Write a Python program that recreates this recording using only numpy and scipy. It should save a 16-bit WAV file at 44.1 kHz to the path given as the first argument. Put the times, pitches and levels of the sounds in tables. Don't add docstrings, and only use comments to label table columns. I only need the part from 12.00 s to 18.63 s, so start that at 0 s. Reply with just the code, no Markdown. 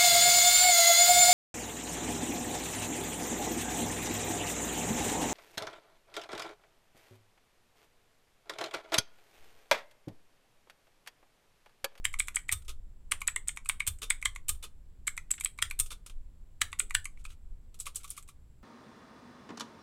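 import sys
import numpy as np
from scipy import signal
from scipy.fft import rfft, irfft, next_fast_len
from scipy.io import wavfile
from scipy.ndimage import uniform_filter1d

SR = 44100
rng = np.random.default_rng(int(sys.argv[2]) if len(sys.argv) > 2 else 0)


def inscribe(sig):
    pcm = np.round(np.clip(np.atleast_2d(sig).T, -1, 1) * 32767)
    wavfile.write(sys.argv[1], SR, pcm.astype(np.int16))


N = 292383
HIT_SAMPLES, LEAD_SAMPLES = 4096, 128

# click time, touch lead and bottom-out lag in seconds;
# touch, click, cap knock and hard impact in relative dB; click pitch and cap pitch in Hz.
LETTER_PRESSES = [(0.0518, 0.0076, 0.00095, -44, -30.5, -29.5, -26, 7480, 2080),
                  (0.1975, 0.009, 0.0051, -43, -22.5, -24.5, -36, 8180, 2230),
                  (0.3591, 0.014, .008, -51, -22.5, -26.5, -50.5, 7880, 2200),
                  (0.4914, 0.0077, 0.00089, -55.5, -41, -25, -42, 8000, 2165),
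                  (1.1174, 0.0044, 0.0031, -42, -27, -28, -27.5, 9130, 2154),
                  (1.2767, 0.0051, 0.0063, -44, -20.5, -26.5, -46.5, 7840, 2230),
                  (1.3615, 0.0053, 0.00065, -66, -27.5, -27.5, -43, 8070, 2040),
                  (1.4835, 0.009, 0.0078, -49, -24.5, -35.5, -40.5, 8160, 2080),
                  (1.6905, 0.005, 0.006, -60.5, -23.5, -23.5, -32, 8640, 2180),
                  (1.8036, 0.0056, .0005, -50.5, -38.5, -23.5, -40.5, 8400, 2185),
                  (2.103, 0.0039, 0.0033, -43.5, -21.5, -21, -30.5, 8180, 2230),
                  (2.2544, 0.0038, 0.0025, -42, -29.5, -23, -27, 7880, 2055),
                  (3.076, .0065, 0.0033, -40, -26, -26.5, -34, 7610, 2154),
                  (3.314, 0.0078, 0.025, -40, -20.5, -47, -50, 7880, 2200),
                  (3.4477, 0.011, 0.011, -48.5, -22.5, -31.5, -42, 8270, 2330),
                  (3.624, 0.0053, 0.0011, -42, -37, -39.5, -22.5, 8000, 2020),
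                  (4.6133, 0.0056, 0.0037, -55.5, -33.5, -33.5, -22.5, 7600, 1985),
                  (4.7957, 0.0064, 0.0058, -45.5, -20.5, -31, -36, 8030, 2380),
                  (4.947, 0.0054, 0.0032, -52, -32, -36.5, -20.5, 8400, 2130)]
# landing in seconds; body, edge and desk thump in relative dB;
# release in seconds, release level in relative dB.
BAR_STROKES = [(0.5248, -28, -22.5, -35, .6823, -42), (1.8756, -30, -23, -33, 2.0195, -36),
               (2.4922, -31, -22, -37, 2.628, -41), (3.7996, -33, -19.5, -40, 3.906, -40.5)]


def amp(db):
    return 10 ** (np.asarray(db) / 20)


def unit(x):
    return x / np.sqrt(np.mean(x ** 2) + 1e-20)


def along(points, hz):
    point_hz, values = np.transpose(points)
    return np.interp(np.log(hz + 1), np.log(point_hz + 1), values)


def add(track, start_s, sound):
    part = track[max(round(start_s * SR), 0):][:len(sound)]
    part += sound[:len(part)]


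def at_level(hit, db):
    return amp(db) * hit * np.sqrt(.005 * SR / (np.sum(hit ** 2) + 1e-20))


def cut(x, kind, hz):
    return signal.sosfilt(signal.butter(4, hz, kind, fs=SR, output='sos'), x)


def noise(spectrum):
    size = next_fast_len(N + 2 * HIT_SAMPLES)
    gain = amp(along(spectrum, np.fft.rfftfreq(size, 1 / SR)))
    return unit(irfft(rfft(rng.standard_normal(size)) * gain, size)[:N])


def contact(tone, chatter, chatter_s, rise_s, stretch=1):
    t = (np.arange(HIT_SAMPLES) - LEAD_SAMPLES) / SR
    hz = np.fft.rfftfreq(HIT_SAMPLES, 1 / SR)
    bounces = rng.standard_normal(HIT_SAMPLES) * np.exp(np.minimum(t / rise_s, -t / chatter_s))
    force = (t == 0) + chatter * bounces / np.linalg.norm(bounces)
    bass_loss = np.hypot(1, (tone[0][0] / (hz + 20)) ** 2)
    gain = amp(along(tone, hz / stretch)) / bass_loss
    cepstrum = irfft(np.log(gain + 1e-6))
    fold = np.r_[1, np.full(HIT_SAMPLES // 2 - 1, 2), np.zeros(HIT_SAMPLES // 2)]
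    return irfft(rfft(force) * np.exp(rfft(cepstrum * fold)))


def strike(hit, body_db, edge_db):
    return at_level(cut(hit, 'low', 5000), body_db) + at_level(cut(hit, 'high', 5000), edge_db)


def soften(hit):
    return cut(hit, 'low', hz=13500)


def damped_modes(modes, t, spread_db, detune):
    out = np.zeros(len(t))
    for hz, db, t60_s in modes:
        envelope = amp(db + rng.normal(0, spread_db) - 60 * t / t60_s)
        out += envelope * np.sin(2 * np.pi * hz * rng.normal(1, detune) * t)
    return out


def background():
    # frequency in Hz, density in relative dB.
    deep_tone = [(6, -29), (9, 2.5), (17, 0.5), (27, -3.5), (35, -11), (48, -15.5), (70, -27), (120, -50),
                 (300, -100)]
    murk_tone = [(30, -11.5), (50, -3), (66, 4), (95, -7), (145, -10), (200, -16.5), (300, -21.5),
                 (450, -26.5), (1000, -36.5), (2200, -82.5)]
    hiss_tone = [(500, -3.5), (1000, 2), (3000, -3.5), (6500, -9.5), (7200, -4.5), (7650, 3.5), (8200, -9),
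                 (10000, -8), (15500, -12.5)]
    # time in seconds, level in relative dB.
    swell = [(0.0, -46), (0.15, -40), (0.46, -54), (0.7, -37), (1.0, -48), (2.25, -43), (3.6, -54),
             (3.73, -40.5), (4.08, -50.5), (4.17, -39), (4.58, -55), (4.91, -41), (5.13, -50.5),
             (5.21, -39), (5.32, -48), (5.56, -40.5), (5.61, -49.5), (6.63, -56.5)]
    swell_db = np.interp(np.arange(N) / SR, *np.transpose(swell))
    rumble = amp(swell_db + 2) * noise(deep_tone)
    return rumble + amp(-59) * noise(murk_tone) + amp(-77.5) * noise(hiss_tone)


def room(x, early_db, tail_db, early_s):
    # frequency in Hz, t60 in seconds.
    decay = [(300, 0.34), (2000, 0.21), (5000, 0.1757), (8000, 0.1943), (15000, 0.2)]
    # frequency in Hz, gain in dB.
    tone = [(300, -0.5), (800, 0), (1100, -4), (1650, 1), (2250, -6), (3400, -1), (5000, -0.5), (8000, -2),
            (15000, -2)]
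    out, step, length = np.zeros(N), SR // 8, SR // 3
    t = np.arange(length) / SR
    for start in range(0, N, step):
        hz, age_s, bins = signal.stft(rng.standard_normal(length), SR, nperseg=256)
        fade = amp(along(tone, hz)[:, None] - 60 * age_s / along(decay, hz)[:, None])
        tail = signal.istft(bins * fade, SR, nperseg=256)[1][:length]
        tail *= 1 - np.exp(-(t / 0.0069) ** 2)
        tail *= amp(tail_db) / np.linalg.norm(tail)
        early = rng.standard_normal(length) * np.exp(-t / early_s)
        early *= 1 - np.exp(-(t / 0.0022) ** 2)
        early *= amp(early_db) / np.linalg.norm(early)
        add(out, start / SR, signal.fftconvolve(x[start:start + step], early + tail))
    return out


def thump(db):
    # frequency in Hz, level in relative dB, t60 in seconds.
    modes = [(65, -4.5, 0.41), (90.6, 0.5, 0.22), (120, -13, 0.14)]
    t = np.arange(SR // 2) / SR
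    swing = damped_modes(modes, t, spread_db=1.3, detune=0.03)
    return np.pad(amp(db) * (1 - np.exp(-t / 0.007)) * swing, (LEAD_SAMPLES, 0))


def case_knock(db):
    # frequency in Hz, gain in dB.
    tone = [(120, -13.5), (250, -6.5), (420, -2.5), (600, -20.5), (1200, -35), (3000, -65.5)]
    return at_level(contact(tone, chatter=3.3, chatter_s=0.037, rise_s=.0015), db)


def desk():
    # time in seconds, level in dB.
    bumps = [(1.364, -56.5), (4.823, -52.5)]
    out = np.zeros(N)
    for click_s, _, travel_s, _, _, _, hard_db, _, _ in LETTER_PRESSES:
        add(out, click_s + travel_s, thump(hard_db - 18.5))
    for land_s, _, _, thump_db, release_s, release_db in BAR_STROKES:
        add(out, land_s, thump(thump_db))
        add(out, land_s, case_knock(db=-57.5))
        add(out, release_s, case_knock(release_db - 21.5))
    for time_s, db in bumps:
        add(out, time_s, case_knock(db))
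    return out


def fingertips(grit_db):
    # middle in seconds, half length in seconds, level in dB.
    brushes = [(0.625, 0.005, -60), (5.204, 0.023, -68), (5.257, 0.01, -51.5), (5.314, 0.029, -62),
               (6.011, 0.015, -59.5), (6.153, .025, -64.5)]
    # frequency in Hz, gain in dB.
    tone = [(500, -11), (1000, -24), (1350, 2.5), (1800, -17), (2300, -1.5), (3500, -3), (5000, -8),
            (8000, -2), (11000, -9.5), (15500, -21)]
    t = np.arange(N) / SR
    pressure = sum(amp(db) * np.exp(-((t - mid_s) / half_s) ** 2) for mid_s, half_s, db in brushes)
    slips = amp(grit_db * unit(uniform_filter1d(rng.standard_normal(N), size=150)))
    return pressure * unit(slips * noise(tone))


def tick(body_db, edge_db):
    # frequency in Hz, gain in dB.
    tone = [(400, -24), (900, -21), (1300, -7), (2300, -2), (3400, -7.5), (5000, -18), (6500, -11.5),
            (8000, 3), (10000, -10), (12000, -11), (15500, -30)]
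    return strike(contact(tone, chatter=5, chatter_s=0.006, rise_s=0.0004), body_db, edge_db)


def rattle(body_db, edge_db):
    # frequency in Hz, gain in dB.
    tone = [(250, -15.5), (450, -4), (750, -19), (1250, 0.5), (1800, -14.5), (2400, -2.5), (3500, -2.5),
            (4800, -11.5), (7000, -7), (9000, -4.5), (11500, -10.5), (13000, -13), (15500, -25.5)]
    shake = contact(tone, chatter=5, chatter_s=.011, rise_s=0.0013)
    return amp(-3.5) * strike(shake, body_db, edge_db)


def nudges():
    # time in seconds, body and edge in relative dB.
    grazes = [(1.664, -57.5, -49.5), (1.987, -63.5, -50.5), (3.3802, -43, -57.5), (3.6528, -43.5, -47),
              (6.2262, -63.5, -50)]
    shakes = [(0.65, -65, -59), (2.549, -58, -59), (3.835, -59, -49), (3.861, -51, -44),
              (4.0635, -47.5, -42.5), (4.098, -49, -52), (5.304, -52.5, -62), (5.744, -57, -52.5),
              (6.078, -57, -48)]
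    out = np.zeros(N)
    for time_s, body_db, edge_db in grazes:
        add(out, time_s, amp(-3.5) * tick(body_db, edge_db))
    for time_s, body_db, edge_db in shakes:
        add(out, time_s, rattle(body_db, edge_db))
    return out


def cap_ring(modes, db):
    t = np.arange(HIT_SAMPLES) / SR
    ring = damped_modes(modes, t, spread_db=2.2, detune=0.0066) * (1 - np.exp(-t / 0.0098))
    return np.pad(at_level(ring, db), (LEAD_SAMPLES, 0))


def upper_stop(body_db, edge_db, hz):
    # frequency in Hz at a cap pitch of 2230 Hz, gain in dB.
    tone = [(400,-31), (700,-28.5), (1120,-1.5), (1400,-11), (1750,-19), (1980,1.5), (2300,3.5), (2800,-14),
            (3500,-15.5), (5200,-29), (7700,-8), (9000,-16), (10600,-14.5), (15000,-34.5)]
    knock = contact(tone, chatter=2, chatter_s=.0028, rise_s=.0004, stretch=hz / 2230)
    return strike(knock, body_db, edge_db)


def click(db, hz):
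    # frequency in Hz at a click pitch of 7950 Hz, gain in dB.
    tone = [(500, -41), (1200, -30), (3500, -22), (5500, -23), (6600, -10), (7300, 0.5), (7950, 8.5),
            (8600, -7), (9400, -4), (10500, -18), (13000, -19), (16000, -37)]
    return at_level(contact(tone, chatter=2.6, chatter_s=.0018, rise_s=.0005, stretch=hz / 7950), db)


def bottom_out(cap_db, hard_db, hz):
    # frequency in Hz (the cap's at a pitch of 2150 Hz), gain in dB.
    cap_tone = [(400,-34.5), (700,-26), (1150,-7.5), (1600,-15.5), (1950,1.5), (2200,7.5), (2700,-9),
                (3200,-5.5), (4300,-18.5), (5300,-25.5), (6800,-19.5), (8100,-9.5), (11000,-23.5),
                (15500,-35.5)]
    plate_tone = [(500,-33.5), (900,-23), (1200,-5.5), (1550,-1), (1850,-1.5), (2500,-6), (3200,2),
                  (3700,-4), (4700,-16.5), (5800,-15), (7000,-17.5), (15000,-35.5)]
    knock = contact(cap_tone, chatter=2.3, chatter_s=0.0023, rise_s=0.00045, stretch=hz / 2150)
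    plate = contact(plate_tone, chatter=1.9, chatter_s=0.003, rise_s=0.00079)
    return amp(-2.1) * strike(knock, cap_db, hard_db) + at_level(plate, hard_db - 0.67)


def backspace(wire_lead_s=.0095, wire_lag_s=0.0042):
    # time in seconds, click level in dB, click pitch in Hz.
    presses = [(5.8006, -34.5, 8030), (5.958, -32, 8100), (6.1037, -35.5, 9100)]
    # time in seconds, body and edge in relative dB.
    releases = [(5.8669, -37.5, -35.5), (6.0436, -45.5, -42), (6.177, -46.5, -39.5), (6.288, -53, -48)]
    # frequency in Hz, level in relative dB, t60 in seconds.
    cap_modes = [(1161, 2, 0.023), (1308, -8.5, 0.036), (2230, -5.5, 0.023)]
    out = np.zeros(N)
    for time_s, db, hz in presses:
        add(out, time_s - wire_lead_s, rattle(db - 26, db - 14))
        add(out, time_s, click(db, hz))
        add(out, time_s + wire_lag_s, rattle(db - 17.5, db))
    for time_s, body_db, edge_db in releases:
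        add(out, time_s - wire_lead_s, rattle(body_db - 9, edge_db - 5.5))
        add(out, time_s, upper_stop(body_db - 5, edge_db - 5, hz=2340))
        add(out, time_s, cap_ring(cap_modes, body_db - 0.3)[:HIT_SAMPLES])
        add(out, time_s + wire_lag_s, rattle(body_db - 3, edge_db - 3.5))
    return out


def space_bar():
    # offset from landing or release in seconds, body and edge offsets in dB.
    landings = [(-.008, -9, -8), (0, -1.5, 1.5), (.0048, -7.5, -10)]
    bounces = [(0, -2, -1), (.0105, 0.5, 1.5), (.021, -7.5, -8.5)]
    # frequency in Hz, gain in dB.
    clack_tone = [(300, -27.5), (700, -25.5), (1250, -9), (1800, -17), (2400, -6.5), (3500, -7.5),
                  (5000, -17), (7000, -5), (8400, 5), (10000, -4.5), (12500, -8), (14200, -5.5),
                  (16000, -24)]
    # frequency in Hz, level in relative dB, t60 in seconds.
    bar_modes = [(1250, -3.5, 0.08), (2380, -1, .035), (3580, 1, 0.093)]
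    out = np.zeros(N)
    for land_s, body_db, edge_db, _, release_s, release_db in BAR_STROKES:
        for offset_s, body_step_db, edge_step_db in landings:
            clack = contact(clack_tone, chatter=4.6, chatter_s=0.0058, rise_s=.001)
            clack = strike(clack, body_db + body_step_db, edge_db + edge_step_db)
            add(out, land_s + offset_s, amp(-3) * clack)
        add(out, land_s, cap_ring(bar_modes, body_db - 13.5))
        for offset_s, body_step_db, edge_step_db in bounces:
            add(out, release_s + offset_s, rattle(release_db + body_step_db, release_db + edge_step_db))
        add(out, release_s, cap_ring(bar_modes, release_db - 7))
    return out


def letter_keys(slider_lag_s=.003, reset_lead_s=.0105):
    # time in seconds, body and edge in relative dB, cap pitch in Hz.
    releases = [(0.1402, -32, -43, 2190), (0.2835, -34, -37.5, 2297), (1.2168, -32, -39.5, 2246),
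                (1.5727, -35.5, -42.5, 2140), (1.6587, -43, -47.5, 2430), (2.2263, -32, -42.5, 2250),
                (2.3608, -37, -45, 2200), (3.1774, -32.5, -38.5, 2200), (3.4096, -38, -33.5, 2296),
                (3.588, -35.5, -48, 2360), (3.7107, -32, -39, 2360), (4.7292, -35, -45, 2260),
                (4.908, -35, -43.5, 2210), (5.0549, -35.5, -36, 2255), (5.174, -56, -74, 2230),
                (5.2523, -41, -49, 2450)]
    out = np.zeros(N)
    for press in LETTER_PRESSES:
        click_s, lead_s, travel_s, touch_db, click_db, cap_db, hard_db, click_hz, cap_hz = press
        touch_s, bottom_s = click_s - lead_s, click_s + travel_s
        add(out, touch_s, tick(touch_db - 2.5, touch_db - 0.4))
        add(out, touch_s + slider_lag_s, tick(touch_db - 9, touch_db + 8))
        add(out, click_s, click(click_db - 0.63, click_hz))
        add(out, bottom_s, bottom_out(cap_db, hard_db, cap_hz))
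        settle_s = bottom_s + rng.uniform(0.0093, 0.022)
        add(out, settle_s, soften(tick(cap_db - 28.5, click_db - 30)))
    for time_s, body_db, edge_db, cap_hz in releases:
        add(out, time_s - reset_lead_s, soften(tick(body_db - 30, edge_db - 8)))
        add(out, time_s, amp(-1.5) * soften(upper_stop(body_db, edge_db, cap_hz)))
    return out


def scene():
    keys = letter_keys() + space_bar() + backspace() + nudges()
    typing = keys + room(keys, early_db=-13, tail_db=-16.5, early_s=.013) + desk()
    typing = np.pad(typing[LEAD_SAMPLES:], (0, LEAD_SAMPLES))
    return (typing + fingertips(grit_db=1.5) + background())[None]


def record(dry, top_hz=16100):
    size = next_fast_len(N + HIT_SAMPLES)
    hz = np.fft.rfftfreq(size, 1 / SR)
    return irfft(rfft(dry, size) / (1 + (hz / top_hz) ** 120), size)[:, :N]


dry = scene()
out = record(dry)
inscribe(out)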